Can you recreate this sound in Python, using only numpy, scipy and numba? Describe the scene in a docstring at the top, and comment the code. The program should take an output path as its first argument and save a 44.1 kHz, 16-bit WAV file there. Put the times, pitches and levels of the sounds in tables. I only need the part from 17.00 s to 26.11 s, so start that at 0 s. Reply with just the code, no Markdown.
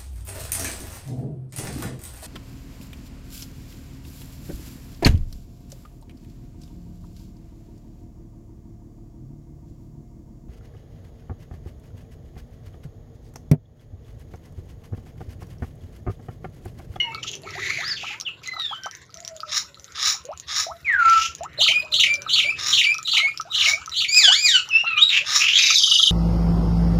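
"""A murmur of wet fields and a quick falling whistle, then a bird chorus: whistles, low coos, screeches,
rasps, a tumbling song and a closing trill. Drips, plops and splashes close by; a slow engine thumps far off.
Clear voices are gliding sines with overtones, hoarse ones chopped noise through resonances, water decaying
sines, the engine filtered impulses. Hedges and banks smear calls and water with short echoes."""
import sys
import numpy as np
from scipy import signal
from scipy.fft import rfft, irfft, next_fast_len
from scipy.io import wavfile
from scipy.ndimage import uniform_filter1d
from numba import njit

SR = 44100
rng = np.random.default_rng(int(sys.argv[2]) if len(sys.argv) > 2 else 0)


def digitize_waveform(pressure):
    """Quantize a signal to 16-bit integers and store it at the path in sys.argv[1].

    Rows of a 2-D input are taken as channels; values are limited to [-1, 1].
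    """
    field = np.atleast_2d(pressure).T
    bounded = np.clip(field, -1, 1)
    quanta = np.round(bounded * 32767).astype(np.int16)
    wavfile.write(sys.argv[1], SR, quanta)


def voltage_ratio(level):
    """Linear amplitude factor for a level in decibels (scalar or array-like)."""
    return 10 ** (np.asarray(level, float) / 20)


N = 401751
t = np.arange(N) / SR

# field murmur spectrum: (frequency [Hz], relative density [dB per Hz])
FIELD_SPECTRUM = [(24, -36), (40, -25.5), (98, -3), (281, -12.5), (821, -23.5), (1090, -3.5), (1270, -12),
                  (1420, -3), (2680, -7.5), (5770, -17.5), (7500, -15.5), (9750, -43.5), (16500, -120)]
# far engine: (time [s], firing rate [1/s], level [dB])
ENGINE_COURSE = [(0.0, 5.94, -78), (1.98, 5.7, -64), (4.2, 9.0, -53), (5.0, 10.7, -64), (6.49, 13.9, -78),
                 (6.57, 11.1, -56), (6.95, 11.05, -56), (7.15, 11.0, -66), (9.11, 10.8, -63)]
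# engine rumble: (time [s], level [dB])
RUMBLE_COURSE = [(0, -49), (.6, -48), (1.3, -55.5), (2.0, -61), (3.9, -60), (4.5, -54.5), (5.75, -50.5),
                 (5.85, -60), (9.11, -58)]
# clear whistles: (2nd harmonic re voice [dB], [(time [s], pitch [Hz], level [dB])])
WHISTLE_CALLS = [ (-25, [(0, 2930, -21), (0.06, 2680, -52), (0.18, 2626, -44)]), (-22, [(0, 2137, -27.5),
                 (0.07, 2150, -49), (0.2, 2300, -49)]), (-15, [(0.02, 980, -55), (0.06, 940, -43.5),
                 (0.13, 893, -47)]), (-35, [(0.82, 3060, -38), (0.85, 4500, -36), (0.89, 5300, -34),
                 (0.92, 4600, -30), (0.95, 4100, -42), (0.975, 3100, -44)]), (-40, [(1.25, 3600, -44),
                 (1.266, 3000, -26), (1.29, 2500, -40)]), (-35, [(3.845, 2600, -44), (3.87, 2270, -24.5),
                 (3.9, 1942, -18), (3.93, 1757, -26), (3.96, 1509, -25), (4.03, 1343, -21),
                 (4.1, 1344, -19.5), (4.2, 1322, -24), (4.3, 1368, -46)]), (-20, [(7.69, 3100, -36),
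                 (7.72, 2592, -26), (7.77, 2700, -21), (7.81, 2860, -27), (7.835, 2740, -47)]),
                 (10, [(7.84, 1308, -48), (7.88, 1376, -37), (7.91, 1295, -33), (7.95, 1250, -46),
                 (7.985, 1206, -33)]), (-22, [(7.975, 2740, -18), (8.0, 3320, -28), (8.025, 3735, -16),
                 (8.06, 3860, -19.5), (8.1, 3730, -23)]), ]
# louder bubbles: (time [s], level [dB], start pitch [Hz], time to rise an octave [s])
LOUD_PLOPS = [(.785, -38.5, 660, 0.046), (1.033, -34.5, 685, 0.012), (1.105, -42.5, 830, 0.15),
              (1.575, -41, 692, .02), (1.711, -33.5, 786, 0.024), (1.859, -29, 674, 0.0092),
              (3.249, -40.5, 491, 0.067), (3.289, -29.5, 583, .04), (3.666, -29, 647, 0.052),
              (4.408, -28.5, 657, 0.053), (4.586, -31, 587, 0.042), (4.688, -36.5, 606, 0.038),
              (5.445, -39.5, 573, 0.066), (6.14, -40.5, 854, 0.018), (6.174, -39.5, 775, .015),
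              (6.23, -41, 655, 0.049), (6.452, -43, 664, .055), (6.67, -40, 650, 0.061),
              (6.728, -41.5, 636, .11), (7.225, -40.5, 770, 0.015), (7.279, -28, 696, 0.045),
              (7.837, -33, 690, 0.0098), (8.21, -44.5, 530, .045)]
# louder drips: (time [s], level [dB], pitch [Hz])
LOUD_DRIPS = [(0.1472, -23.5, 4400), (0.3154, -24.5, 6640), (0.3535, -25, 6050), (0.5072, -30, 5470),
              (0.879, -22, 5330), (1.2008, -22, 6300), (1.2114, -19, 5550), (1.475, -23, 6550),
              (1.5984, -23, 4000), (1.62, -25, 4000), (1.8356, -27, 5610), (1.8602, -27, 5940),
              (1.9121, -28.5, 5800), (2.143, -28, 6100), (2.204, -29.5, 6750), (2.2496, -24.5, 5600),
              (2.2779, -20.5, 5900), (2.3654, -29.5, 6860), (2.4044, -25, 4800), (2.7447, -35, 4090),
              (2.797, -34, 6060), (2.844, -30, 6400), (2.9223, -35, 6600), (3.2535, -29, 6680),
              (3.3755, -30, 6950), (3.3993, -24, 6600), (4.0985, -18.5, 5930), (4.351, -23.5, 6690),
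              (4.4348, -26, 7070), (4.9229, -21, 4100), (5.1411, -17, 6000), (5.156, -23, 5140),
              (5.22, -24.5, 6000), (5.944, -19.5, 5660), (5.9832, -21.5, 5700), (6.0294, -24.5, 7070),
              (6.0746, -21, 4240), (6.3753, -19.5, 5300), (6.4118, -21.5, 5820), (6.8608, -25, 6160),
              (6.895, -25.5, 5700), (7.1455, -13, 4900), (7.6896, -27, 5900)]
# louder drops striking the hollow: (time [s], level [dB])
LOUD_KNOCKS = [(0.148, -33.5), (0.1805, -37), (0.4735, -37.5), (0.835, -34.5), (1.5346, -39.5),
               (1.5653, -33.5), (2.432, -29.5), (2.9774, -38.5), (4.6637, -31.5), (5.2639, -30),
               (5.3854, -37), (5.948, -37), (5.9873, -34), (6.1345, -36), (6.199, -32), (6.3986, -25.5),
               (6.777, -42), (6.8763, -32.5), (7.9917, -31.5), (8.4332, -34), (8.7042, -26.5), (8.996, -34)]
# far doves, a list per coo: (time [s], pitch [Hz], level [dB])
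DOVE_COOS = [
    [(0.12, 387, -66.5), (0.544, 401, -47), (0.8, 371, -64)],
    [(2.13, 650, -64), (2.23, 664, -52), (2.86, 532, -72)],
    [(3.67, 670.6, -41.5), (3.826, 661.3, -71), (3.84, 659.9, -83)],
    [(4.7, 630, -62.5), (5.216, 570.5, -56), (5.25, 560, -81)],
]
# hoarse screeches: (throat width [Hz], brightness [dB], [(time [s], throat centre [Hz], level [dB])])
SCREECH_CALLS = [ (950, -7, [(0.225, 2930, -34), (0.231, 2860, -23.5), (0.25, 2880, -39)]),
                 (910, -10, [(0.262, 3030, -28), (0.294, 3230, -33), (0.305, 3030, -44)]),
                 (900, -8, [(0.32, 3110, -40), (0.36, 2870, -35.5)]), (450, -8, [(.44, 2320, -48),
                 (.56, 1900, -39), (.64, 1990, -30), (.75, 2290, -32), (.85, 1790, -36), (.95, 1710, -37)]),
                 (920, -12, [(0.96, 2970, -39.5), (1.12, 2520, -34), (1.2, 2150, -60)]),
                 (910, -3, [(1.42, 2950, -70), (1.44, 2480, -42), (1.53, 2030, -61)]),
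                 (910, -5, [(3.98, 2000, -42), (4.258, 2941, -26), (4.36, 2780, -85)]),
                 (920, -16, [(8.09, 2740, -25.5), (8.182, 2680, -17.5), (8.24, 2540, -45)]),
                 (620, -16, [(8.39, 2500, -26), (8.42, 2640, -18), (8.51, 2810, -20), (8.57, 3400, -17),
                 (8.62, 3700, -26)]), (700, -20, [(8.5, 2480, -37), (8.6, 2550, -23), (8.73, 2530, -23.5),
                 (8.76, 2390, -45)]), ]
# falling call moving into its octave: (time [s], pitch [Hz], fundamental [dB], octave [dB])
FALLING_ROWS = [(1.46, 2006, -50, -40), (1.49, 2065, -35.5, -52), (1.56, 2048, -48, -47),
                (1.61, 1897, -52, -36), (1.71, 1645, -53, -35.5), (1.75, 1496, -54, -34.5),
                (1.79, 1566, -51, -50), (1.86, 1530, -48, -46)]
# rasping calls: (start [s], peak [s], end [s], peak level [dB])
RASP_CALLS = [(2.47, 2.575, 2.64, -22), (2.94, 3.085, 3.17, -18), (3.46, 3.6, 3.67, -20.5),
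              (5.56, 5.7, 5.82, -21), (6.53, 6.7, 6.77, -21.5), (8.24, 8.37, 8.48, -16)]
# rasp throat resonances: (centre [Hz], width [Hz], relative level [dB])
RASP_RESONANCES = [(1250, 110, -7), (1900, 1500, -2), (2790, 100, -13), (3755, 640, 3), (5410, 1050, -2),
                   (6470, 630, -9), (9750, 4600, -9), (14400, 2000, -13)]
# low rasp resonances as the throat closes: (start [dB], peak [dB], end [dB])
RASP_LOW_DB = (-2, -10.5, -14)
# rasp resonances rising as the neck shortens: (start [ratio], peak [ratio], end [ratio])
RASP_SHIFT_RATIO = (.95, 1.03, 1.04)
# song phrases: (opening note [s], its level [dB], first tumbling note [s], last [s]); lone notes: first two
SONG_PHRASES = [(4.5933, -26, 4.6444, 4.7174), (4.9349, -22, 4.9922, 5.0659),
                (5.288, -31.5, 5.3564, 5.4396), (5.7214, -28.5, 5.771, 5.8511),
                (6.0677, -28.5, 6.1276, 6.199), (6.5207, -30, 6.5798, 6.6584), (6.936, -31, 7.0034, 7.0452),
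                (7.9823, -26), (8.0994, -15.5)]
# song notes, before scatter: (climb from [Hz], climb to [Hz], plunge from [Hz], landing [Hz], warble [0-1])
SONG_NOTES = [(3750, 4150, 4100, 3300, 0.03), (3200, 4150, 4700, 2450, 0.15),
              (3210, 3500, 4200, 1950, 0.16), (2500, 3900, 3200, 2050, 0.23)]
# successive tumbling notes: (level [dB])
TUMBLE_LEVELS_DB = [-15.5, -16, -17.5]
# each climb re its note: (start [dB], middle [dB], end [dB])
CLIMB_LEVELS_DB = [(-9, -4, -8), (-7, -6, -9), (-2, -4.5, -12), (-2, -5, -12)]
# held notes closing phrases: (time [s], length [s], held pitch [Hz], level [dB], late pitch rise [Hz])
CLOSING_NOTES = [(4.735, .11, 2470, -21, 30), (5.07, .11, 2345, -23, 20), (5.435, .115, 2325, -24, 300),
                 (5.85, .115, 2345, -22, 220), (6.2, .13, 2185, -25, 250), (6.66, .13, 2230, -24, 200)]
# shape of a held note: (share of length [0-1], pitch [ratio], share of rise [0-1], relative level [dB])
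HELD_SHAPE = [(0, .94, 0, -6), (.22, 1.001, 0, 1), (.52, 1.002, .05, -2), (.64, 1.003, 1, -3),
              (1, .99, .6, -40)]
# overtones of a held note re its voice: (level [dB])
HELD_OVERTONES_DB = [-20, -26, -22, -36, -24]
# arching cry: (time [s], pitch [Hz], level [dB])
BRIGHT_ROWS = [(7.08, 2200, -30), (7.13, 2440, -23), (7.18, 2510, -19), (7.205, 2230, -21),
               (7.245, 1672, -20), (7.3, 1439, -19), (7.33, 1700, -21), (7.37, 2330, -23),
               (7.42, 2500, -22), (7.46, 2400, -18), (7.49, 1900, -20), (7.54, 1540, -20), (7.6, 1300, -29)]
# its overtones re the voice: (level [dB])
BRIGHT_OVERTONES_DB = [1, -7, -11, -15, -12]
# its harmonics' gain by frequency, with a lift near 7.3 kHz: (frequency [Hz], gain [dB])
BRIGHT_HARMONIC_GAIN = [(1300, -11), (1700, -15), (2500, -4), (3000, 0), (4000, -4), (5000, -3), (6000, -9),
                        (7300, 3), (9000, -9), (12000, -2)]
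# trill course: (time [s], lowest pitch [Hz], level [dB], upper voice [dB])
TRILL_COURSE = [(8.6, 3540, -17, -22), (8.68, 3570, -18, -18.5), (8.77, 3500, -15, -19),
                (8.79, 3050, -16, -19.5), (8.87, 2900, -13.5, -24), (8.96, 2860, -14.5, -24),
                (8.99, 3100, -14.5, -26), (9.1, 2850, -12.5, -28)]
# overall treble response: (frequency [Hz], gain [dB])
TREBLE_GAIN = [(7200, 2), (7900, -11), (12000, -14.5), (13600, -28.5), (15000, -9), (15600, -23.5),
               (15900, -75)]


@njit
def moving_resonance(x, hz, width_hz):
    """State-variable band-pass with a moving centre, gain 1 there."""
    y, b, l = np.empty(len(x)), 0., 0.
    for i in range(len(x)):
        g, k = np.tan(np.pi * hz[i] / SR), width_hz[i] / hz[i]
        v = (b + g * (x[i] - l)) / (1 + g * (g + k))
        b, l, y[i] = 2 * v - b, l + 2 * g * v, k * v
    return y


def ring(x, hz, width_hz):
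    """Fixed two-pole band-pass, gain 1 at the centre."""
    g = np.tan(np.pi * hz / SR)
    damp = g * width_hz / hz
    feedback = [1 + damp + g * g, 2 * (g * g - 1), 1 - damp + g * g]
    return signal.lfilter([damp, 0, -damp], feedback, x)


def band(x, hz, width_hz):
    """Steep band-pass: a fixed or moving resonance applied twice."""
    if np.ndim(hz):
        widths_hz = width_hz + 0 * x
        return moving_resonance(moving_resonance(x, hz, widths_hz), hz, widths_hz)
    return ring(ring(x, hz, width_hz), hz, width_hz)


def unit(x):
    """Scale to rms 1."""
    return x / np.sqrt(np.mean(x ** 2))


def walk(rate_hz, size=N):
    """Smooth random wander of rms 1."""
    k = max(int(SR / rate_hz), 1)
    return unit(uniform_filter1d(uniform_filter1d(rng.standard_normal(size), k), k))


def colour(x, points):
    """Filter by (frequency [Hz], gain [dB]) points on a log axis."""
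    hz, db = np.transpose(points)
    size = next_fast_len(x.shape[-1] + SR // 10)
    f = np.fft.rfftfreq(size, 1 / SR)
    gain = voltage_ratio(np.interp(np.log(f + 1), np.log(hz), db))
    return irfft(rfft(x, size) * gain, size)[..., :x.shape[-1]]


def read(rows, fade_s):
    """Slice of a call, its soft edges and its columns per sample."""
    s, *cols = np.transpose(rows)
    span = slice(max(int(s[0] * SR), 0), min(int(s[-1] * SR), N))
    edge = np.clip(np.minimum(t[span] - s[0], s[-1] - t[span]) / fade_s, 0, 1)
    return span, edge, [np.interp(t[span], s, c) for c in cols]


def sing(out, rows, overtones_db, waver=.004, flutter_db=3.5, husk_rad=0., ease_s=.001, warble=0.,
         pipe=((1, 0),)):
    """Add a gliding sine with overtones; muscles round the glides, husk roughens the overtones most."""
    span, edge, (hz, db, *given_db) = read(rows, fade_s=0.0029)
    size = len(hz)
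    hz = uniform_filter1d(hz, int(ease_s * SR), mode="nearest")
    warble_phase = 2 * np.pi * 105 * (t[span] - t[span][0]) + 1.16 * walk(90.2, size)
    hz = hz * (1 - warble * np.cos(warble_phase))
    phase = 2 * np.pi * np.cumsum(hz * (1 + waver * walk(152, size))) / SR
    phase = phase + husk_rad * walk(2500, size)
    # overtones follow the last level column given
    levels_db = [db] + given_db + [(given_db or [db])[-1] + o for o in overtones_db]
    tone = np.zeros(size)
    for k, level_db in enumerate(levels_db, start=1):
        gain = voltage_ratio(level_db + np.interp(k * hz, *np.transpose(pipe)))
        tone += gain * np.sin(k * phase) * (k * hz < .45 * SR)
    flutter = voltage_ratio(flutter_db * np.clip(walk(73, size), -2, 1.5))
    out[span] += np.sqrt(2) * edge * tone * flutter


def hoarse(rate_hz, depth):
    """Breath noise chopped by irregularly flapping membranes."""
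    phase = np.cumsum(rate_hz * (1 + 0.17 * walk(60))) / SR % 1
    flaps = 1 - depth + depth * 2 * np.exp(-phase / 0.85)
    return rng.standard_normal(N) * flaps * voltage_ratio(2.64 * walk(135))


def echo(x, t60_s, wet_db, delay_s=0.0045):
    """Scattered reflections: a decaying noise tail behind the direct sound."""
    u = t[:SR // 2]
    tail = rng.standard_normal(len(u)) * voltage_ratio(-60 * u / t60_s) * (u > delay_s)
    tail /= np.sqrt(np.sum(tail ** 2))
    return x + voltage_ratio(wet_db) * signal.fftconvolve(x, tail)[:N]


def field():
    """Distant murmur: noise whose half-octave bands swell separately and share a rustle, weaker down low."""
    air = unit(colour(rng.standard_normal(N), FIELD_SPECTRUM))
    rustle_db = 4 * walk(45)
    murmur = np.zeros(N)
    for hz in 60 * 2 ** np.arange(0, 7.1, .5):
        swell_db = min(hz / 2000, 1) * rustle_db + 4.1 * walk(6.2)
        murmur += band(air, hz, hz / 2) * voltage_ratio(swell_db)
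    return voltage_ratio(-52) * murmur


def engine():
    """Slow single firings ring a dull thump; a noise rumble has its own swell."""
    s, rate_hz, db = np.transpose(ENGINE_COURSE)
    cycles = 0.39 + np.cumsum(np.interp(t, s, rate_hz)) / SR
    fired = np.diff(np.floor(cycles), prepend=0) * voltage_ratio(0.83 * walk(8.6))
    thump = unit(band(fired, 77.4, 28.)) + voltage_ratio(-11) * unit(band(fired, 125., 85.0))
    noise = rng.standard_normal(N)
    rumble = unit(band(noise, 120., 120.0)) + voltage_ratio(-5.0) * unit(band(noise, 284.0, 370.0))
    rumble_db = np.interp(t, *np.transpose(RUMBLE_COURSE))
    return voltage_ratio(np.interp(t, s, db)) * thump + voltage_ratio(rumble_db) * rumble


def whistles():
    """Clear gliding voices with two overtones."""
    out = np.zeros(N)
    for second_db, call in WHISTLE_CALLS:
        # short calls are pressed out unsteadily, long ones settle
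        waver = .012 if call[-1][0] - call[0][0] < .3 else .002
        sing(out, call, [second_db, second_db - 18], waver, husk_rad=0.073, ease_s=0.012)
    return out


def coos():
    """Far doves: low voices, nearly pure, strongly fluttering in level."""
    out = np.zeros(N)
    for call in DOVE_COOS:
        sing(out, call, [-25], waver=0.016, flutter_db=7.0)
    return out


def water():
    """Bubbles glide up ever faster until they burst; drips tick; both, and knocks, wake a hollow nearby."""
    bubbles, ticks, knocks = np.zeros((3, N + SR))
    chance = rng.random((500, 4))
    # random small drops, mostly faint: (time [s], level [dB], chance, chance)
    small = np.c_[chance[:, 0] * N / SR, -54 - 12.5 * np.log10(chance[:, 1] + .01), chance[:, 2:]]
    far = [(s, db - 4, 450 + 900 * a, 0.012 + 0.03 * b) for s, db, a, b in small[:45]]
    u = t[:SR // 8]
    for s, db, hz, octave_s in [*LOUD_PLOPS, *far]:
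        rise = (u / octave_s) ** 2
        phase = 2 * np.pi * np.cumsum(hz * 2 ** np.minimum(rise, 2)) / SR
        fade_db = -60 * u / .3 - 9 * rise ** 3
        bubbles[int(s * SR):][:len(u)] += voltage_ratio(db + fade_db) * np.sin(phase) * np.minimum(u / 0.0014, 1)
    u = t[:SR // 50]
    small_drips = [(s, db, 3500 + 4500 * a) for s, db, a, _ in small]
    for s, db, hz in [*LOUD_DRIPS, *small_drips]:
        tick = np.sin(2 * np.pi * hz * u) + 1.3 * (u == u[1])  # ringing plus a click
        ticks[int(s * SR):][:len(u)] += voltage_ratio(db - 60 * u / 0.0078) * tick
    ticks = colour(ticks, [(700, -34), (3000, 3.5), (7000, 1), (9000, 10.5)])
    hollow_hz = 1283.
    for s, db in [*LOUD_KNOCKS, *small[-70:, :2]]:
        knocks[int(s * SR):][:len(u)] += voltage_ratio(db - 60 * u / 0.01) * np.sin(2 * np.pi * hollow_hz * u)
    hollow = ring(ticks + bubbles + knocks, hollow_hz, 70.)
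    return (bubbles + ticks + 0.31 * knocks + voltage_ratio(19) * hollow)[:N]


def spray():
    """Tiny splashes: thin high ticks over a faint flickering hiss."""
    when, size, pitch = rng.random((260, 3)).T
    out, u = np.zeros(N + SR), t[:SR // 100]
    levels_db = -50 - 14 * np.log10(size + .01)
    for s, db, hz in zip(when * N / SR, levels_db, 9000 + 6000 * pitch):
        out[int(s * SR):][:len(u)] += voltage_ratio(db - 60 * u / .004) * np.sin(2 * np.pi * hz * u)
    hiss = unit(band(rng.standard_normal(N), 12500., 7000.))
    return out[:N] + voltage_ratio(-60) * hiss * voltage_ratio(4 * walk(9))


def screeches():
    """Chopped breath in a moving throat resonance, with its overtones and a bright skirt."""
    breath, out = hoarse(230, 0.37), np.zeros(N)
    for width_hz, bright_db, call in SCREECH_CALLS:
        span, edge, (hz, db) = read(call, fade_s=0.018)
        x = breath[span]
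        throat = unit(band(x, hz, width_hz))
        bright = unit(band(x, 2 * hz, 2.5 * width_hz))
        bright += voltage_ratio(-1.5) * unit(band(x, 6460.0, 3300.0))
        bright += voltage_ratio(-1.5) * unit(band(x, 10700.0, 10000.0))
        out[span] += edge * voltage_ratio(db) * (throat + voltage_ratio(bright_db) * bright)
    return out


def falling_call():
    """A falling voice whose strength moves between fundamental and octave."""
    out = np.zeros(N)
    sing(out, FALLING_ROWS, [-24, -31], waver=0.008, flutter_db=4.5, husk_rad=0.069, ease_s=0.02)
    return out


def rasps():
    """Chopped breath through a throat that closes and shortens during each call."""
    breath, out = hoarse(127, .8), np.zeros(N)
    for *times, peak_db in RASP_CALLS:
        effort_db = (peak_db - 22, peak_db, peak_db - 19)
        rows = list(zip(times, effort_db, RASP_LOW_DB, RASP_SHIFT_RATIO))
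        span, edge, (db, low_db, shift) = read(rows, fade_s=0.03)
        for hz, width_hz, ring_db in RASP_RESONANCES:
            voice = unit(band(breath[span], hz * (shift if hz > 1500 else 1), width_hz))
            out[span] += edge * voltage_ratio(db + ring_db + low_db * (hz < 4500)) * voice
    return out


def song():
    """Each note warbles fast while it climbs, then plunges cleanly within 18 ms."""
    out = np.zeros(N)
    for opening, opening_db, *tumble in SONG_PHRASES:
        times = [opening]
        if tumble:
            times += list(np.linspace(*tumble, 1 + round(np.ptp(tumble) / .039)))
        previous = [opening - .024, *times]
        levels_db = [opening_db, *TUMBLE_LEVELS_DB]
        for before, s, db, note, climb_db in zip(previous, times, levels_db, SONG_NOTES, CLIMB_LEVELS_DB):
            *pitches_hz, warble = note
            scatter = 1 + .025 * rng.standard_normal(4)
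            from_hz, to_hz, top_hz, low_hz = np.array(pitches_hz) * scatter
            start = before + .004
            a_db, b_db, c_db = climb_db
            climb = [(start, from_hz, db + a_db),
                     ((start + s) / 2, (from_hz + to_hz) / 2, db + b_db),
                     (s - .006, to_hz, db + c_db)]
            sing(out, climb, [-13.5, -17.5, -15, -44], waver=0.023, flutter_db=5.5, husk_rad=0.093,
                 warble=warble)
            plunge = [(s - .01, top_hz, db - 5),
                      (s, 0.37 * top_hz + .7 * low_hz, db - 1.5),
                      (s + .008, low_hz, db - 5.5)]
            sing(out, plunge, [-19, -19, -16], waver=0.025, husk_rad=.09)
    return colour(out, [(1500, -25), (1900, -2)])


def closings():
    """Held notes that close song phrases: the first two nearly flat, the later ones flick upward."""
    out = np.zeros(N)
    for s, length_s, hz, db, rise_hz in CLOSING_NOTES:
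        note = [(s + share * length_s, hz * ratio + up * rise_hz, db + shape_db)
                for share, ratio, up, shape_db in HELD_SHAPE]
        sing(out, note, HELD_OVERTONES_DB, waver=.006, flutter_db=2.5, husk_rad=.04, ease_s=0.01)
    return out


def bright_call():
    """An arching cry: a long row of rough harmonics whose strength depends on their frequency."""
    out = np.zeros(N)
    sing(out, BRIGHT_ROWS, BRIGHT_OVERTONES_DB, waver=0.01, flutter_db=4.5, husk_rad=0.069, ease_s=0.02,
         pipe=BRIGHT_HARMONIC_GAIN)
    return out


def trill():
    """Notes drop from the top and warble away; the syrinx's other side buzzes high in the same rhythm."""
    out, gate = np.zeros(N), np.zeros(N)
    times, *columns = np.transpose(TRILL_COURSE)
    top_hz = 4120
    for s in np.arange(8.599, N / SR - .02, .0393):
        shift, stronger = rng.standard_normal(2)
        low_hz, db, upper_db = (np.interp(s, times, c) for c in columns)
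        s, db = s + .0012 * shift, db + 1.2 * stronger
        drop = [(s - .003, top_hz, db), (s + 0.00355, 1.07 * low_hz, db + .6), (s + .014, low_hz, db - 2.5)]
        sing(out, drop, [-20, -12], waver=0.0071)
        mid_hz = (low_hz + top_hz) / 2
        away = [(s + 0.0067, mid_hz, db - .6), (s + 0.035, 0.95 * mid_hz, db - 11)]
        sing(out, away, [-16, -12], husk_rad=0.078, warble=.8 * (1 - low_hz / mid_hz))
        near = slice(int((s - .06) * SR), None)
        gate[near] += voltage_ratio(upper_db) * np.exp(-((t[near] - s + 0.0096) / 0.011) ** 2)
    noise = rng.standard_normal(N)
    buzz = unit(band(noise, 5100., 1600.0))
    buzz += voltage_ratio(-6.0) * unit(band(noise, 6020.0, 490.0))
    buzz += voltage_ratio(-11) * unit(band(noise, 12000.0, 10000.0))
    return colour(out, [(2200, -25), (2700, -4.5)]) + gate * buzz


def scene():
    """Clear voices are near, song and trill sit deep in the bushes."""
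    clear = whistles() + falling_call() + closings() + bright_call()
    clear = colour(clear, [(550, -39.5), (850, 1)]) + coos()
    near = echo(clear, 0.2, -4, delay_s=0.0079) + echo(screeches() + rasps(), .19, -6)
    bushes = echo(song(), .17, -2) + echo(trill(), .13, -2)
    wet = echo(water() + spray(), 0.064, -7)
    return (field() + engine() + near + wet + bushes)[None]


def low_pass(x):
    """Removes everything above the highest recorded frequency."""
    return signal.sosfilt(signal.butter(12, 16800, fs=SR, output="sos"), x)


def record(dry):
    """Overall tone: treble dull above 7.5 kHz, almost nothing near 16 kHz."""
    mix = colour(dry, TREBLE_GAIN)
    return low_pass(mix)


dry = scene()
out = record(dry)
digitize_waveform(out)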